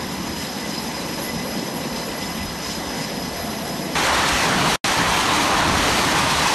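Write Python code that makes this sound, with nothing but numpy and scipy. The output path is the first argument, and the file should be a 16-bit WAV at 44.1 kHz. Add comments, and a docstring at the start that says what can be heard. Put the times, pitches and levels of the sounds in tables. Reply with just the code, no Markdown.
"""A low drone and fuzzy whines that flare and fade in moving air: jet turbines idling on a carrier's
flight deck, heard from high above. Near 4 s the scene cuts to the full exhaust roar of taxiing jets,
turbulent noise with one short howl and a low throb. The sound drops out once for an instant.
Wind buffets the microphone throughout."""
import sys
import numpy as np
from scipy import signal
from scipy.fft import rfft, irfft
from scipy.io import wavfile

SR = 44100
rng = np.random.default_rng(int(sys.argv[2]) if len(sys.argv) > 2 else 0)


def inscribe(sig):
    """Save sig as 16-bit PCM at rate SR to the path in sys.argv[1].

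    A 1-D sig is mono; a 2-D sig holds one channel per row.
    Samples are clipped to [-1, 1] before scaling.
    """
    pcm = np.round(np.clip(np.atleast_2d(sig).T, -1, 1) * 32767)
    wavfile.write(sys.argv[1], SR, pcm.astype(np.int16))


N = 288414
TIME = np.arange(N) / SR
HOP = 256
FRAME_S = np.arange(N // HOP + 6) * HOP / SR
BIN_HZ = np.fft.rfftfreq(4 * HOP, 1 / SR)
CUT_S = 3.9535  # idle to roar

# Exhaust spectrum: f/Hz, relative level/dB
ROAR_SPECTRUM = [(60, -16.5), (130, -6), (380, -5), (520, -5.5), (900, -4), (1450, -5.5), (1800, -5.5),
                 (2600, -8), (4200, -10.5), (4950, -14), (5900, -13), (7700, -19.5), (9400, -20),
                 (10450, -26), (11300, -23), (12400, -25.5)]
# Spectral hump, shifting as the jets turn: t/s, f/Hz, lift/dB
ROAR_HUMP = [(3.98, 900, 2.5), (4.2, 900, 2), (4.35, 900, 3), (4.68, 1000, 3.5), (4.9, 990, 4.5),
             (5.05, 980, 5.5), (5.28, 1000, 6.5), (5.42, 1000, 4.6), (5.62, 1002, 7.2), (5.86, 990, 3.5),
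             (6.1, 970, 5), (6.4, 1000, 6.5)]
# Deck echo as the jets move: t/s, lag/ms
DECK_ECHO = [(4.0, 1.3), (4.2, 1.2), (4.7, 0.88), (5.4, 1.36), (6.5, 0.66)]
# Roar treble: t/s, level/dB
SIZZLE_LEVEL = [(4.03, -25.7), (4.14, -26.5), (4.31, -24.5), (4.58, -27.5), (4.73, -24), (4.88, -24),
                (5.04, -27.5), (5.14, -25), (5.44, -26), (5.56, -27), (5.72, -28), (5.88, -24),
                (6.1, -25.5), (6.5, -24.5)]

def exhaust_roar():
    """Jet mixing noise, lightly combed by the deck echo. The body eases off as the jets move away."""
    hump_hz, lift_db = follow(ROAR_HUMP, FRAME_S[:, None])
    hump_db = lift_db * bell(BIN_HZ, hump_hz, width=430)
    turn_away = np.exp(-abs(FRAME_S - CUT_S) / 0.49)
    shoulder_db = 2 * np.outer(turn_away, bell(BIN_HZ, 1550, width=720))
    lag_ms, = follow(DECK_ECHO, FRAME_S)
    comb_db = 0.5 * np.cos(2 * np.pi * np.outer(lag_ms / 1000, BIN_HZ)) * np.exp(-BIN_HZ / 5000)
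    field_db = spectrum_at(ROAR_SPECTRUM, BIN_HZ) + hump_db + shoulder_db + comb_db
    jet = turbulence(field_db, patchy_db=1.4, patch_hz=80, patch_s=0.06)
    crossover_hz, fall_db_per_s = 2790, 0.64
    body = filtered(jet, lambda hz: 1 / (1 + (hz / crossover_hz) ** 4))
    sizzle_db, = follow(SIZZLE_LEVEL)
    sizzle = gain_of(sizzle_db + drift(rate_hz=35)) * unit_rms(jet - body)
    body_db = -20 - fall_db_per_s * (TIME - CUT_S) + 0.57 * drift(rate_hz=18)
    return gain_of(body_db) * unit_rms(body) + sizzle


# Throbbing bands: f/Hz, width/Hz, relative level/dB
BOOM_BANDS = [(170, 83, -3), (290, 60, -2.5)]
# Their swells: t/s, length/s, lower band lift/dB, upper band lift/dB
BOOM_LIFTS = [(4.6, 0.25, 14.5, 8), (5.008, 0.065, 12, 13), (5.4, 0.25, 2.5, 8.5), (5.76, 0.4, 11.5, 9),
              (6.18, 0.25, 8.5, 7)]

def exhaust_boom():
    """The largest exhaust eddies throb in two low bands."""
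    out = 0
    for band, (hz, width_hz, band_db) in enumerate(BOOM_BANDS):
        swell_db = swells([(s, length_s, lifts[band]) for s, length_s, *lifts in BOOM_LIFTS])
        level_db = -36.5 + band_db + swell_db + 1.2 * drift(rate_hz=11)
        out += gain_of(level_db) * noise_band(hz, width_hz, steadiness=0.2)
    return out


def exhaust_howl():
    """The exhaust surges once in a hollow band."""
    surge = gain_of(-21) * bell(TIME, 4.108, width=0.064)
    return surge * noise_band(860, width_hz=480, steadiness=0.6)


# Intake spectrum: f/Hz, relative level/dB
HISS_SPECTRUM = [(500, -27), (1300, -6), (1700, 4.5), (2200, 1), (4600, -1.5), (4820, -5.5), (5020, 2.5),
                 (5400, -1.5), (5850, -2.5), (6500, -6.5), (7600, -10), (9000, -10.5), (10400, -16.5),
                 (11000, -13), (11800, -12.5), (12400, -14.5)]
# Gusts carrying the treble to the microphone: t/s, length/s, lift/dB
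TREBLE_SURGES = [(.425, 0.068, 5), (.8, 0.25, 2.5), (1.97, 0.066, 2.5), (2.26, 0.11, 3), (2.69, 0.11, 6),
                 (3.0, 0.13, 4), (1.16, .2, 2), (3.72, .09, 1)]
# Compressor whines: f/Hz, width/Hz, level/dB, rms fading/dB
COMPRESSOR_WHINES = [(3020, 69, -51.5, -0.5), (5040, 102, -40, 2.2), (6055, 175, -47.5, 3),
                     (7070, 240, -50.5, 1.5), (8100, 220, -55.5, 1.5), (9050, 300, -61, 2)]
# Whines that flare on their own: f/Hz, width/Hz, flare width/Hz, base level/dB, rms flutter/dB
FLARING_WHINES = [(2010, 45, 8, -47, 1.5), (4018, 70, 80, -51, 2), (11350, 550, 550, -46, 2)]
# Flares of the low, middle and top whine: t/s, length/s, lift/dB
FLARES_LOW = [(0.413, .028, 12.5), (0.644, .03, 11), (1.294, .046, 14), (1.402, 0.04, 13.5),
              (2.22, 0.07, 9), (2.42, .04, 9), (2.66, .05, 8), (3.0, .04, 6)]
FLARES_MID = [(.79, 0.12, 8), (1.0, 0.06, 10), (1.2, .03, 11), (2.01, 0.1, 7), (3.053, .07, 11)]
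FLARES_TOP = [(.41, 0.083, 3), (0.828, 0.054, 7), (1.243, 0.081, 11.5), (1.48, 0.093, 6), (1.772, .05, 8),
              (3.427, 0.1, 5.5), (3.68, 0.25, 4.5)]

def idle_intake():
    """Intake hiss and compressor whines, fluttering as the wind bends their path."""
    surge_db = swells(TREBLE_SURGES) + 0.47 * drift(rate_hz=10)
    sway = spectrum_at([(1500, 0.098), (5500, 1.0)], BIN_HZ)  # short waves bend most
    field_db = spectrum_at(HISS_SPECTRUM, BIN_HZ) + np.outer(np.interp(FRAME_S, TIME, surge_db), sway)
    out = gain_of(-34) * turbulence(field_db, patchy_db=1.5, patch_hz=600, patch_s=0.018)
    for hz, width_hz, base_db, fading_db in COMPRESSOR_WHINES:
        level_db = base_db + 0.95 * surge_db + fading_db * drift(rate_hz=75)
        out += gain_of(level_db) * noise_band(hz, width_hz, steadiness=0.087)
    for whine, flares in zip(FLARING_WHINES, (FLARES_LOW, FLARES_MID, FLARES_TOP)):
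        hz, width_hz, flare_width_hz, base_db, flutter_db = whine
        level_db = base_db + flutter_db * drift(rate_hz=26)
        out += gain_of(level_db) * noise_band(hz, width_hz, steadiness=0.24)
        flare = np.sqrt(np.maximum(gain_of(swells(flares)) ** 2 - 1, 0))  # powers add
        out += gain_of(base_db) * flare * noise_band(hz, flare_width_hz, steadiness=1)
    return out * gain_of(0.5 * drift(rate_hz=71))


# Idle exhaust spectrum: f/Hz, relative level/dB
DRONE_SPECTRUM = [(60, -28), (115, -19), (140, -9), (172, 2), (225, 3), (330, -3.5), (410, -7.5), (550, -4),
                  (620, -10.5), (760, -8), (990, -7), (1200, -13.5), (1500, -18), (3000, -37.5)]
# Its low middle: t/s, lift/dB
DRONE_MID_LIFT = [(0, -0.5), (.55, -1), (.92, 0.5), (1.1, 2.6), (2.05, 2), (2.55, -4), (3.1, 2.5),
                  (3.55, -1), (3.9, 1)]
# Its bass swells and sags: t/s, length/s, lift/dB
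DRONE_BASS_SWELLS = [(.53, 0.088, -4.5), (1.65, 0.27, 1.3), (2.15, 0.34, -0.8), (2.66, 0.19, -4),
                     (3.38, .1, -7), (3.85, .2, 1.5)]
# Hollow note: t/s, level/dB
MOAN_LEVEL = [(0, -50), (3.2, -44), (3.5, -35.5), (3.7, -36.5), (3.95, -40)]

def idle_drone():
    """Dull exhaust noise of idling engines. A hollow note rises out of it."""
    lift_db, = follow(DRONE_MID_LIFT, FRAME_S[:, None])
    mid_db = lift_db * bell(BIN_HZ, 516, width=320)
    bass_db = swells(DRONE_BASS_SWELLS, FRAME_S[:, None]) * (BIN_HZ < 350)
    field_db = spectrum_at(DRONE_SPECTRUM, BIN_HZ) + mid_db + bass_db
    drone = turbulence(field_db, patchy_db=1.2, patch_hz=60, patch_s=0.06)
    drone *= gain_of(-28.5 + 0.57 * drift(rate_hz=45))
    moan_db, = follow(MOAN_LEVEL)
    return drone + gain_of(moan_db) * noise_band(690, width_hz=70, steadiness=0)


# Buffeting spectrum: f/Hz, relative level/dB
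WIND_SPECTRUM = [(15, -14), (30, -17), (52, -2), (85, 2.5), (120, -15), (200, -4), (500, -53)]
# Gusts and lulls: t/s, length/s, lift/dB
GUSTS = [(.29, 0.055, 7.5), (.7, 0.34, -4), (1.36, 0.17, 3), (1.65, 0.17, -10), (2.46, 0.26, 9),
         (2.69, 0.063, 8), (3.39, 0.1, 8), (3.8, 0.23, -6), (4.25, 0.4, 3), (5.09, .07, 7), (5.79, 0.29, 9)]

def wind():
    """Eddies buffet the microphone in low lumps, harder after the cut."""
    gust_db = np.where(TIME < CUT_S, -43, -38.5) + swells(GUSTS)
    rumble = filtered(rng.standard_normal(N), lambda hz: gain_of(spectrum_at(WIND_SPECTRUM, hz)))
    return gain_of(gust_db + 2 * drift(rate_hz=9)) * unit_rms(rumble)


# Diffuse hiss spectrum: f/Hz, relative level/dB
DIFFUSE_SPECTRUM = [(3400, -47), (4300, -20), (5600, -3.5), (7300, -13), (9400, -5), (10500, 1),
                    (11400, 3.5), (12400, -7)]

def diffuse_hiss():
    """Faint hiss, opposite in the two ears, widens the treble until just after the cut."""
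    level_db = -48 + 1.6 * drift(rate_hz=16)
    hiss = turbulence(spectrum_at(DIFFUSE_SPECTRUM, BIN_HZ), patchy_db=4, patch_hz=700, patch_s=0.042)
    side = gain_of(level_db) * hiss * (TIME < 4.3)
    return np.array([side, -side])


def turbulence(field_db, patchy_db, patch_hz, patch_s):
    """Noise of rms 1 shaped by field_db, fading in random patches of time and frequency."""
    real, imag, patches = rng.standard_normal((3, len(FRAME_S), len(BIN_HZ)))
    taps = np.arange(-64, 65)
    blur = np.outer(bell(taps * HOP / SR, 0, patch_s), bell(taps * BIN_HZ[1], 0, patch_hz))
    patches = unit_rms(signal.fftconvolve(patches, blur, "same"))
    spectra = (real + 1j * imag) * gain_of(field_db + patchy_db * patches)
    _, noise = signal.istft(spectra.T, nperseg=4 * HOP, noverlap=3 * HOP)
    return unit_rms(noise[:N])


def noise_band(centre_hz, width_hz, steadiness):
    """A tone smeared by unsteady flow, rms 1. 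Steadiness (0 to 1) flattens its envelope."""
    band = filtered(rng.standard_normal(N), lambda hz: np.sqrt(bell(hz, centre_hz, width_hz)))
    power = abs(signal.hilbert(unit_rms(band))) ** 2
    return unit_rms(band / (power + 0.2) ** (steadiness / 2))


def drift(rate_hz):
    """Random wander of rms 1, up to about rate_hz."""
    hz = np.fft.rfftfreq(len(FRAME_S), HOP / SR)
    spectrum = rfft(rng.standard_normal(len(FRAME_S))) * (hz > 0) / (1 + (hz / rate_hz) ** 2)
    return np.interp(TIME, FRAME_S, unit_rms(irfft(spectrum, len(FRAME_S))))


def swells(rows, t=TIME):
    """Sum of bell-shaped lifts, in dB."""
    return sum(lift_db * bell(t, s, length_s) for s, length_s, lift_db in rows)


def bell(x, centre, width):
    """Gaussian of height 1; full width at half height, in the units of x."""
    return 2 ** -((2 * (x - centre) / width) ** 2)


def follow(rows, t=TIME):
    """Table columns interpolated at times t."""
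    times, *columns = np.transpose(rows)
    return [np.interp(t, times, column) for column in columns]


def spectrum_at(points, hz):
    """Interpolates on a log-frequency axis."""
    point_hz, values = np.transpose(points)
    return np.interp(np.log(hz + 1), np.log(point_hz), values)


def filtered(x, gain):
    """Filters x by gain(hz)."""
    return irfft(rfft(x) * gain(np.fft.rfftfreq(N, 1 / SR)), N)


def gain_of(db):
    """dB to amplitude."""
    return 10 ** (np.asarray(db) / 20)


def unit_rms(x):
    """Scales to rms 1."""
    return x / np.sqrt(np.mean(x ** 2) + 1e-20)


def scene():
    """Idle cuts to roar, with wind throughout. Stereo."""
    hiss = diffuse_hiss()
    idling = idle_drone() + idle_intake()
    taxiing = exhaust_roar() + exhaust_boom() + exhaust_howl()
    return np.where(TIME < CUT_S, idling, taxiing) + wind() + hiss


def record(dry):
    """Soft clipping, one brief dropout, low-pass."""
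    ceiling, cutoff_hz = gain_of(-6.8), 12430
    drop_from_s, drop_to_s, drop_db_per_s = 4.7585, 4.8426, 1400
    clipped = dry / (1 + (dry / ceiling) ** 4) ** 0.25
    dying = gain_of(-14 - drop_db_per_s * np.maximum(TIME - drop_from_s, 0))
    gate = np.where((TIME > drop_from_s) & (TIME < drop_to_s), dying, 1)
    lowpass = signal.firwin(801, cutoff_hz, window=("kaiser", 8), fs=SR)
    return signal.oaconvolve(clipped * gate, lowpass[None], "same", axes=1)


dry = scene()
out = record(dry)
inscribe(out)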